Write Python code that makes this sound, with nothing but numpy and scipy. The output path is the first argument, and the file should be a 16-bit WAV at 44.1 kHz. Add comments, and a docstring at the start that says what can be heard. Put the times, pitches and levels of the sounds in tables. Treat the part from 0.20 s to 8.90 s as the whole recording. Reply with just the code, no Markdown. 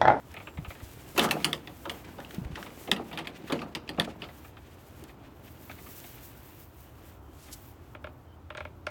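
"""A lawn between two house walls, a push mower shunted about close to the microphone, engine off.
Its loose steel handle slams and clacks in the brackets and sets the deck booming; the wheels tick,
knock and bump over the turf, and their ratchet snaps as the mower is pushed forward.
Grass swishes, a finger rubs and slides near the microphone, and the walls echo the mower.
Far off are the rumble of a town and a few faint birds."""
import sys
import numpy as np
from scipy import signal
from scipy.fft import rfft, irfft, next_fast_len
from scipy.io import wavfile

SR = 44100
rng = np.random.default_rng(int(sys.argv[2]) if len(sys.argv) > 2 else 0)


def store_pcm(level_fs):
    """Save levels as 16-bit WAV."""
    pcm = np.round(np.clip(level_fs, -1, 1) * 32767).astype(np.int16)
    wavfile.write(sys.argv[1], SR, np.atleast_2d(pcm).T)


N = 383669
TIME = np.arange(N) / SR
AGE = TIME[:SR * 3 // 10]   # time since a blow [s]
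EDGE_GROWTH = 1.64   # dB of bright edge per dB of blow: harder blows are brighter

# Levels in all tables are relative: each layer adds its own gain.
# resonances of deck, handle bracket, small steel edges, wheel pawl: (pitch [Hz], width [Hz], level [dB])
DECK_MODES = [(156, 23, -1), (196, 24, -6), (232.7, 4.4, 1.5), (318.2, 33, 0), (337.6, 44.4, -1),
              (369, 78, -5.5), (468.4, 9.4, -3), (561, 31, -6.5), (603, 34, -9), (704, 36, -5.5),
              (808, 62, -8), (936, 180, -12.5), (1125, 34, -13.5), (1184, 230, -12)]
BRACKET_MODES = [(1490, 183.5, -16.5), (1710, 210, 0.5), (1873, 276, 4), (2114, 610, -2), (2600, 310, 4),
                 (2890, 760, 1.5), (3460, 420, 2.5), (3580, 390, 0.5), (4200, 680, -5.5), (4660, 520, -6.5),
                 (5300, 520, -22.5)]
EDGE_MODES = [(5640, 1000, -2.5), (6900, 470, -1), (8200, 1700, -2.5), (9950, 900, 2.5), (10500, 1300, -1),
              (12100, 1500, -3), (14600, 1100, -5)]
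PAWL_MODES = [(453, 120, 2.5), (690, 230, 7), (920, 150, 6), (1240, 140, 7.5), (1766, 170, 3.5),
              (2160, 320, 6.5), (2550, 430, 4), (3370, 940, -2)]
# how briskly the mower rolls: (time [s], level [dB])
ROLLING_LEVEL = [(0, -69), (0.2, -50.5), (0.55, -56), (0.93, -53), (1.02, -27), (1.17, -41), (1.55, -59),
                 (1.75, -49.5), (2.45, -46.5), (2.6, -50), (2.75, -46), (3.15, -49.5), (3.38, -43.5),
                 (3.62, -56), (3.84, -42.5), (4.15, -58.5), (5.7, -54.5), (7, -82)]
# swish of the grass and of the sliding finger: (frequency [Hz], level [dB])
SWISH_SPECTRUM = [(700, -25.5), (1500, 5.5), (3000, 3.5), (4800, -5.5), (7500, -10.5), (10000, -15.5),
                  (14000, -20.5)]


def handle_slams(ping_hz=3570, swell_s=0.00201, choke_s=0.00044, ring_s=0.0051, buzz_s=0.012):
    """Steel hits the end stop: a ping swells until the handle's weight chokes it; the frame rings."""
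    # slams: (time [s], level [dB])
    slams = [(0.994, -8), (1.33, -15.5), (2.7149, -8.5), (3.798, -11.5)]
    tone = np.sin(2 * np.pi * ping_hz * AGE)
    swell = np.minimum(AGE / swell_s, 1) ** .5
    choke = np.exp(-np.maximum(AGE - swell_s, 0) / choke_s)
    ring = tone * rise_and_decay(swell_s, ring_s)
    out = np.zeros(N)
    for at, db in slams:
        add(out, at, from_db(db - 2) * tone * swell * choke)
        add(out, at + swell_s, from_db(db - 19.5) * ring)
        add(out, at, blow(DECK_MODES, db - 23, .0015, buzz=(4, .018), tail=(-24, .064), strike=15))
        add(out, at, blow(BRACKET_MODES, db - 19, .002,
                          buzz=(-.5, buzz_s), tail=(-30, .062), strike=12.84))
        add(out, at, blow(EDGE_MODES, db - 30.5, .0023, buzz=(-10, buzz_s), tail=(-23, .029), strike=10))
    return out


def handle_clacks():
    """The handle bounces in its brackets: they ring briefly, the heavy deck booms on."""
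    # bounces: (time [s], bracket level [dB], deck level [dB])
    bounces = [(1.11, -15, -33.5), (1.2446, -13.5, -32.5), (1.473, -34.5, -47), (1.696, -24.5, -44),
               (3.0711, -27.5, -46), (3.5502, -24.5, -39), (3.691, -27, -40), (4.02, -33.5, -43)]
    out = np.zeros(N)
    for at, ring_db, boom_db in bounces:
        add(out, at, blow(DECK_MODES, boom_db, .006, buzz=(20.5, .036), tail=(-17, .07), strike=50))
        add(out, at, blow(BRACKET_MODES, ring_db - 12.5, .0069,
                          buzz=(-8.5, .018), tail=(-28, .097), strike=18.6))
        add(out, at, blow(EDGE_MODES, EDGE_GROWTH * ring_db - 12, .01,
                          buzz=(-29, .01), tail=(-10, .022), strike=5))
    return out


def joint_rattles():
    """Joints shift and grind in softer, longer contacts as the frame takes up its slack."""
    # shifts: (time [s], bracket level [dB], deck level [dB])
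    shifts = [(0.964, -41, -37), (0.9775, -21, -23), (1.013, -48, -31.5), (1.032, -45, -27),
              (1.042, -30, -30), (1.654, -42.5, -33.5), (1.984, -50, -38.5), (2.37, -50, -38),
              (2.7624, -36, -38), (2.9283, -38, -37.5), (2.974, -33.5, -39), (2.988, -33.5, -35.5),
              (3.298, -44, -31), (3.322, -28.5, -32), (3.417, -39.5, -35.5)]
    out = np.zeros(N)
    for at, ring_db, boom_db in shifts:
        add(out, at, blow(DECK_MODES, boom_db - 4, .014, buzz=(-4.5, .052), tail=(-10, .06), strike=9.9))
        add(out, at, blow(BRACKET_MODES, ring_db - 8, .0074,
                          buzz=(1, .019), tail=(-30.5, .075), strike=12))
        add(out, at, blow(EDGE_MODES, EDGE_GROWTH * ring_db - 2, .0075, buzz=(-8, .023), tail=(-36, .03)))
    return out


def bolt_clinks(rise_s, decay_s):
    """A loose bolt clinks on one note at a time and stirs the bracket."""
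    # clinks: (time [s], level [dB], pitch [Hz])
    clinks = [(2.048, -36, 2800), (2.7617, -37, 2550), (2.9745, -28.5, 3500), (3.301, -32, 3450),
              (3.3915, -31.5, 2700), (3.678, -36.5, 2600), (4.0198, -29, 2880), (4.0403, -35.5, 3340)]
    envelope = (1 - np.exp(-AGE / rise_s)) ** 2 * np.exp(-AGE / decay_s)
    out = np.zeros(N)
    for at, db, hz in clinks:
        add(out, at, from_db(db) * np.sin(2 * np.pi * hz * AGE) * envelope / envelope.max())
        add(out, at, blow(BRACKET_MODES, db - 21, .0017, buzz=(.5, .021), tail=(-22.5, .066), strike=9))
    return out


def handle_and_hub_clicks():
    """Crisp clicks from the handle and, at the end, plastic snaps from the wheel hub."""
    # clicks and snaps: (time [s], level [dB])
    snaps = [(1.028, -31), (1.089, -24.5), (2.0018, -36), (2.108, -36.5), (2.248, -39.5), (2.356, -29),
             (2.4273, -30), (2.986, -34), (5.514, -36), (8.372, -32), (8.6671, -29)]
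    # their resonances: (pitch [Hz], width [Hz], level [dB])
    snap_modes = [(1400, 280, 6), (1950, 500, 1), (2700, 540, -1), (3450, 780, -2.5), (4500, 600, -8),
                  (5700, 830, -11.5), (8280, 2200, -17.5)]
    out = np.zeros(N)
    for at, db in snaps:
        add(out, at, blow(snap_modes, db - 15.5, .005, buzz=(-13.5, .021), tail=(-24.5, .054), strike=8))
    return out


def loose_parts(per_s_per_db, contact_s, still_db):
    """Small parts chatter louder and more often as the mower rolls faster; below still_db they rest."""
    rolling_db = curve(ROLLING_LEVEL)
    touches = clicks(per_s_per_db * np.maximum(rolling_db - still_db, 0), spread_db=6)
    envelope = signal.lfilter([1], [1, -np.exp(-1 / (contact_s * SR))], touches)
    contacts = envelope * rng.standard_normal(N)
    pawl = from_db(-22) * rms_one(resonate(contacts, PAWL_MODES))
    bracket = from_db(-34.5) * rms_one(resonate(contacts, BRACKET_MODES))
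    return from_db(rolling_db) * (pawl + bracket)


def deck_thumps(db_per_octave, rise_s, decay_s):
    """The deck lands with its whole weight, heaves at one pitch and stirs the modes around it."""
    # landings: (time [s], level [dB], pitch [Hz])
    landings = [(0.981, -27, 357), (0.993, -32.5, 270), (1.051, -28, 300), (2.722, -32, 197),
                (3.326, -26.5, 282), (3.784, -34.5, 191), (3.802, -30.5, 157), (4.823, -47.5, 380),
                (5.507, -52.5, 276)]
    heave = rise_and_decay(rise_s, decay_s)
    out = np.zeros(N)
    for at, db, centre_hz in landings:
        stirred = [(hz, width, mode_db - db_per_octave * abs(np.log2(hz / centre_hz)))
                   for hz, width, mode_db in DECK_MODES]
        add(out, at, from_db(db + 7) * np.sin(2 * np.pi * centre_hz * AGE) * heave / heave.max())
        add(out, at, blow(stirred, db - 6, .002, buzz=(-8, .043), tail=(-28, .046), strike=4.9, top_hz=700))
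    return out


def wheels():
    """The plastic wheels tick as they turn and knock hollowly against the play in their axles."""
    # ticks: (time [s], level [dB])
    ticks = [(0.1404, -45), (0.165, -40), (0.2, -45), (0.2706, -41), (0.372, -44.5), (0.4464, -42.5),
             (0.5032, -41.5), (0.551, -50), (0.6, -50), (2.4616, -44.5), (2.675, -41), (2.913, -45),
             (3.046, -45.5), (3.775, -43.5), (4.034, -45), (4.087, -47), (4.2448, -49.5), (4.368, -49.5),
             (4.893, -52.5), (5.495, -43), (5.585, -51), (5.662, -50.5), (5.84, -49.5), (7.2837, -52.5)]
    # knocks: (time [s], level [dB], top of the contact's range [Hz])
    knocks = [(1.0455, -15, 1400), (1.071, -27, 1500), (1.163, -21, 990), (2.68, -24.5, 746),
              (2.793, -24, 890), (3.3215, -24, 1500), (3.781, -19.5, 1080), (3.872, -26.5, 976)]
    # resonances of a wheel: (pitch [Hz], width [Hz], level [dB])
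    wheel_modes = [(300, 140, 7.5), (507, 78, 8), (644, 95, 8), (851, 59, 6.5), (1060, 130, 4),
                   (1320, 180, 7), (1700, 230, 2.5)]
    ticking, knocking = np.zeros((2, N))
    for at, db in ticks:
        add(ticking, at, blow(PAWL_MODES, db - 3.5, .015,
                              buzz=(-11, .031), tail=(-28.5, .04), strike=16, top_hz=3880))
    for at, db, top_hz in knocks:
        add(knocking, at, blow(wheel_modes, db - 13.5, .0015,
                               buzz=(7, .014), tail=(-27, .035), strike=31, top_hz=top_hz))
    return disperse(ticking, lag_s=0.0028) + disperse(knocking, lag_s=0.0025)


def ratchet(lag_s, rim_s, rim_db):
    """The pawl drops off a tooth: a dry snap, spread into a short falling chirp by the plastic wheel."""
    # drops: (time [s], level [dB])
    drops = [(7.749, -33), (7.842, -28.5), (7.8697, -33.5), (8.3028, -29), (8.349, -30), (8.377, -28),
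             (8.4043, -27), (8.451, -30), (8.6674, -22)]
    # resonances of the ratchet in its wheel: (pitch [Hz], width [Hz], level [dB])
    ratchet_modes = [(380, 190, 3), (610, 34, 15), (910, 89, 4), (1058, 70, 6), (1350, 170, 7),
                     (1640, 180, 4.5), (2240, 330, 1.5), (2510, 450, 1), (2880, 400, -2.5),
                     (3340, 710, -11.5), (4130, 230, -16.5)]
    snap = resonate(1. * (AGE == 0), ratchet_modes)
    snap /= np.abs(snap).max()
    out = np.zeros(N)
    for at, db in drops:
        add(out, at, from_db(db) * snap)
        add(out, at + rim_s, from_db(db + rim_db) * snap)   # the wave comes back from the rim
        add(out, at, blow(PAWL_MODES, db - 20.5, .0023, buzz=(-4, .017), tail=(-28, .04), top_hz=4410))
    return disperse(out, lag_s)


def turf_bumps(rise_s, decay_s):
    """The wheels bump on soft turf, which swallows each thud within a few cycles."""
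    # bumps: (time [s], level [dB], pitch [Hz])
    bumps = [(0.371, -28, 62), (0.387, -19, 154), (0.422, -27, 103), (0.48, -23, 74), (0.63, -25.5, 88),
             (2.182, -16, 182), (2.216, -20.5, 127), (2.254, -19, 66), (2.303, -25.5, 160),
             (2.328, -23.5, 84.5)]
    out = np.zeros(N)
    for at, db, hz in bumps:
        thud = np.sin(2 * np.pi * hz * AGE) * rise_and_decay(rise_s, decay_s)
        add(out, at, from_db(db - 7) * thud / np.abs(thud).max())
    return out


def lawn():
    """Wheels rumble and grass swishes under the deck as the mower rolls."""
    # rumble of the wheels: (frequency [Hz], level [dB])
    rumble_spectrum = [(50, -49), (100, -25.5), (160, 1.5), (320, 0.5), (500, -6), (900, -11),
                       (1500, -21.5), (2500, -24), (5000, -53.5)]
    rumble = from_db(-1.5) * noise(rumble_spectrum, flutter_db=4, flutter_per_s=210)
    blades = from_db(-25.5) * crackle(per_s=400, spread_db=4.5, top_hz=8000)
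    swish = from_db(-10.5) * noise(SWISH_SPECTRUM, flutter_db=6, flutter_per_s=53)
    return from_db(curve(ROLLING_LEVEL)) * (rumble + swish + blades)


def finger_rubs(attack_s, release_s, swish_follows, pressure_db):
    """A finger rubs and slides near the microphone: strokes of rustle and high hiss over a lower swish."""
    # strokes: (start [s], length [s], rustle level [dB], hiss level [dB])
    strokes = [(0, 0.29, -65, -74), (0.465, 0.91, -58.5, -69), (1.453, 0.36, -60.5, -63),
               (1.868, 0.36, -64, -66), (2.417, 0.27, -57, -68), (2.893, 0.053, -56, -63),
               (3.216, 0.097, -66, -65), (4.082, 0.21, -62.5, -63.5), (4.43, 0.49, -67.5, -76),
               (5.32, 1.116, -62, -60), (5.7, 0.31, -61, -62), (6.112, 0.4, -87, -72),
               (6.548, 0.15, -66, -64.5), (6.78, 0.17, -63, -64), (7.168, 0.21, -60.5, -73),
               (7.425, 0.087, -63, -56.5), (7.542, 0.2, -72.5, -84)]
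    # rustle of rubbing and hiss of sliding: (frequency [Hz], level [dB])
    rustle_spectrum = [(3000, -10.5), (4700, -7), (7500, -3.5), (10200, -6.5), (13000, -3), (17500, -6)]
    hiss_spectrum = [(9500, -22.5), (12000, -11.5), (14200, -5), (15500, -5), (17500, -16.5)]
    rubbing, sliding = from_db(-79), from_db(-77.5)
    for start, length, rustle_db, hiss_db in strokes:
        swell_s = attack_s * (1 + 2 * length)   # long strokes swell more slowly
        attack = (1 + np.tanh((TIME - start) / (2 * swell_s))) / 2
        release = (1 - np.tanh((TIME - start - length) / (2 * release_s))) / 2
        rubbing += from_db(rustle_db) * attack * release
        sliding += from_db(hiss_db) * attack * release
    pressure = from_db(pressure_db * drift(per_s=28))
    rustle = noise(rustle_spectrum, flutter_db=1.5, flutter_per_s=68)
    rustle += from_db(-12) * crackle(per_s=64, spread_db=3.5, top_hz=16050)
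    hiss = noise(hiss_spectrum, flutter_db=3, flutter_per_s=400)
    swish = from_db(-23.5) * noise(SWISH_SPECTRUM, flutter_db=.5, flutter_per_s=30)
    return pressure * (rubbing * rustle + sliding * hiss) + rubbing ** swish_follows * swish


def brushes_and_ticks():
    """Quick brushes and short bright ticks: bell-shaped bursts of high noise."""
    # bursts: (time [s], level [dB], half length [s])
    bursts = [(0.118, -54, 0.001), (0.142, -50, 0.0015), (0.642, -54, 0.0095), (0.984, -47.5, 0.021),
              (1.043, -35, 0.012), (2.147, -43, 0.0013), (4.84, -44, 0.0011), (7.244, -58, 0.04),
              (7.334, -43, 0.0093)]
    # their colour: (frequency [Hz], level [dB])
    burst_spectrum = [(1000, -29.5), (3000, 10.5), (5000, 17), (8000, 15), (12000, 14.5), (14500, 11),
                      (17500, 5)]
    envelope = sum(from_db(db) * np.exp(-((TIME - at) / half_s) ** 2 / 2) for at, db, half_s in bursts)
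    return envelope * noise(burst_spectrum, flutter_db=1.5, flutter_per_s=400)


def town(drone_hz, width_hz):
    """Far traffic rumbles under a wavering low drone."""
    # traffic: (frequency [Hz], level [dB])
    traffic_spectrum = [(25, -27.5), (45, -10), (65, -3), (85, -11.5), (125, -5), (180, -19), (300, -10.5),
                        (450, -19.5), (900, -20.5), (1400, -26.5), (2200, -43.5), (4500, -61), (10000, -62),
                        (17000, -49)]
    # swell of the drone: (time [s], level [dB])
    drone_level = [(0, -55), (3.2, -58.5), (4.6, -54), (6.2, -57), (8.7, -50.5)]
    drone = rms_one(resonate(rng.standard_normal(N), [(drone_hz, width_hz, 0)]))
    traffic = noise(traffic_spectrum, flutter_db=.8, flutter_per_s=2.9)
    return from_db(-52) * traffic + from_db(curve(drone_level)) * drone


def birds(width_hz):
    """Far whistles, smeared by distance into narrow bands, swell and fade on one note."""
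    # whistles: (start [s], length [s], pitch [Hz], level [dB])
    whistles = [(.18, 0.25, 7450, -70), (6.567, 0.15, 3000, -76), (7.0, .2, 3100, -75),
                (8.052, 0.12, 3080, -71)]
    out = np.zeros(N)
    for start, length, hz, db in whistles:
        band = [(hz, width_hz, 0)]
        note = rms_one(resonate(resonate(rng.standard_normal(N), band), band))
        swell = np.sin(np.pi * np.clip((TIME - start) / length, 0, 1))
        out += from_db(db) * swell * note
    return out


def blow(modes, level_db, contact_s, buzz, tail, strike=0, top_hz=SR):
    """A strike, a burst of tiny contacts, a buzz and a tail, both (level [dB], decay [s]), ring modes."""
    (buzz_db, buzz_s), (tail_db, tail_s) = buzz, tail
    spurts = rms_one(from_db(.5 * drift(per_s=260, time=AGE)))   # loose parts buzz unevenly
    chatter = np.exp(-(AGE / contact_s) ** 2)
    chatter += from_db(buzz_db) * spurts * np.exp(-AGE / buzz_s)
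    chatter += from_db(tail_db) * np.exp(-AGE / tail_s)
    # each blow lands under another load, shifting the modes, and on another spot, favouring others
    struck = [(hz * (1 + .0099 * rng.standard_normal()), width, db + 2.2 * rng.standard_normal())
              for hz, width, db in modes]
    force = strike * (AGE == 0) + chatter * rng.choice([-1, 1], len(AGE))
    # a part radiates little outside the range of its modes; a soft contact stops at top_hz
    span_hz = [.8 * modes[0][0], min(1.4 * modes[-1][0], top_hz, .45 * SR)]
    sound = signal.sosfilt(signal.butter(3, span_hz, "band", fs=SR, output="sos"), resonate(force, struck))
    attack = sound[:round(.03 * SR)]   # level_db is the rms of this part
    return from_db(level_db) * sound / np.sqrt(np.mean(attack ** 2))


def resonate(x, modes):
    """Parallel resonances of alternating sign, each with its own level."""
    out = 0
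    for k, (hz, width, db) in enumerate(modes):
        radius = np.exp(-np.pi * width / SR)
        poles = [1, -2 * radius * np.cos(2 * np.pi * hz / SR), radius ** 2]
        gain = (-1) ** k * from_db(db) * (1 - radius ** 2) / 2
        out += gain * signal.lfilter([1, 0, -1], poles, x)
    return out


def disperse(x, lag_s):
    """Bending waves carry low notes more slowly; the delay is lag_s at 1 kHz."""
    size = next_fast_len(N + SR, True)
    khz = np.fft.rfftfreq(size, 1 / SR) / 1000
    cycles = 1000 * lag_s * (3 * np.sqrt(khz) - khz / 2)
    return irfft(rfft(x, size) * np.exp(-2j * np.pi * cycles), size)[:N]


def noise(spectrum, flutter_db, flutter_per_s):
    """Noise of a given colour whose level flutters; rms 1."""
    hz, db = np.transpose(spectrum)
    size = next_fast_len(N, True)
    gain = from_db(np.interp(np.log(np.fft.rfftfreq(size, 1 / SR) + 1), np.log(hz), db))
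    coloured = irfft(rfft(rng.standard_normal(size)) * gain, size)[:N]
    return rms_one(coloured * from_db(flutter_db * drift(flutter_per_s)))


def crackle(per_s, spread_db, top_hz):
    """Tiny bright flicks at random moments; rms 1."""
    flicks = clicks(per_s, spread_db) * rng.choice([-1, 1], N)
    return rms_one(signal.sosfilt(signal.butter(1, [2500, top_hz], "band", fs=SR, output="sos"), flicks))


def clicks(per_s, spread_db):
    """Impulses at random moments, most of them faint."""
    sizes = from_db(spread_db * np.minimum(rng.exponential(1, N), 4))
    return sizes * (rng.random(N) < per_s / SR) + 1e-18


def drift(per_s, time=TIME):
    """Wander through per_s random points a second, each of spread 1."""
    points = rng.standard_normal(4000)
    return np.interp(time * per_s, np.arange(len(points)), points)


def rise_and_decay(rise_s, decay_s):
    """Envelope that builds and dies away exponentially."""
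    return (1 - np.exp(-AGE / rise_s)) * np.exp(-AGE / decay_s)


def curve(points):
    """Join (time [s], value) points by straight lines."""
    return np.interp(TIME, *np.transpose(points))


def from_db(db):
    """Decibels to gain."""
    return 10 ** (np.asarray(db) / 20)


def rms_one(x):
    """Scale to rms 1."""
    return x / np.sqrt(np.mean(x ** 2) + 1e-20)


def add(track, at, sound):
    """Mix a sound into the track, starting at a time in seconds."""
    start = round(at * SR)
    track[start:start + len(sound)] += sound[:max(N - start, 0)]


def scene():
    """The mower close by, its echoes off the walls, and town and birds in the distance; mono."""
    # echoes off the house walls: (delay [s], level [dB])
    wall_echoes = [(.0052, -32), (0.0113, -25.5), (0.02, -19), (.048, -33)]
    mower = handle_slams() + handle_clacks() + joint_rattles()
    mower += bolt_clinks(rise_s=0.00035, decay_s=0.0011) + handle_and_hub_clicks()
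    mower += loose_parts(per_s_per_db=6, contact_s=0.0023, still_db=-53)
    mower += deck_thumps(db_per_octave=7.5, rise_s=0.0017, decay_s=0.0077)
    mower += wheels() + ratchet(lag_s=0.001785, rim_s=0.0036, rim_db=-5.5)
    out = mower + turf_bumps(rise_s=0.0005, decay_s=0.0092) + lawn()
    out += finger_rubs(attack_s=0.027, release_s=0.018, swish_follows=0.64, pressure_db=-2.7)
    out += brushes_and_ticks() + town(drone_hz=81.2, width_hz=12) + birds(width_hz=240)
    for delay_s, echo_db in wall_echoes:
        add(out, delay_s, from_db(echo_db) * mower)
    return out[None]


def record(dry):
    """The microphone sheds the bass below 40 Hz; the top is cut steeply at 17.3 kHz."""
    thinned = signal.sosfilt(signal.butter(2, 40, "high", fs=SR, output="sos"), dry)
    return signal.sosfilt(signal.ellip(10, .1, 70, 17300, fs=SR, output="sos"), thinned)


dry = scene()
out = record(dry)
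store_pcm(out)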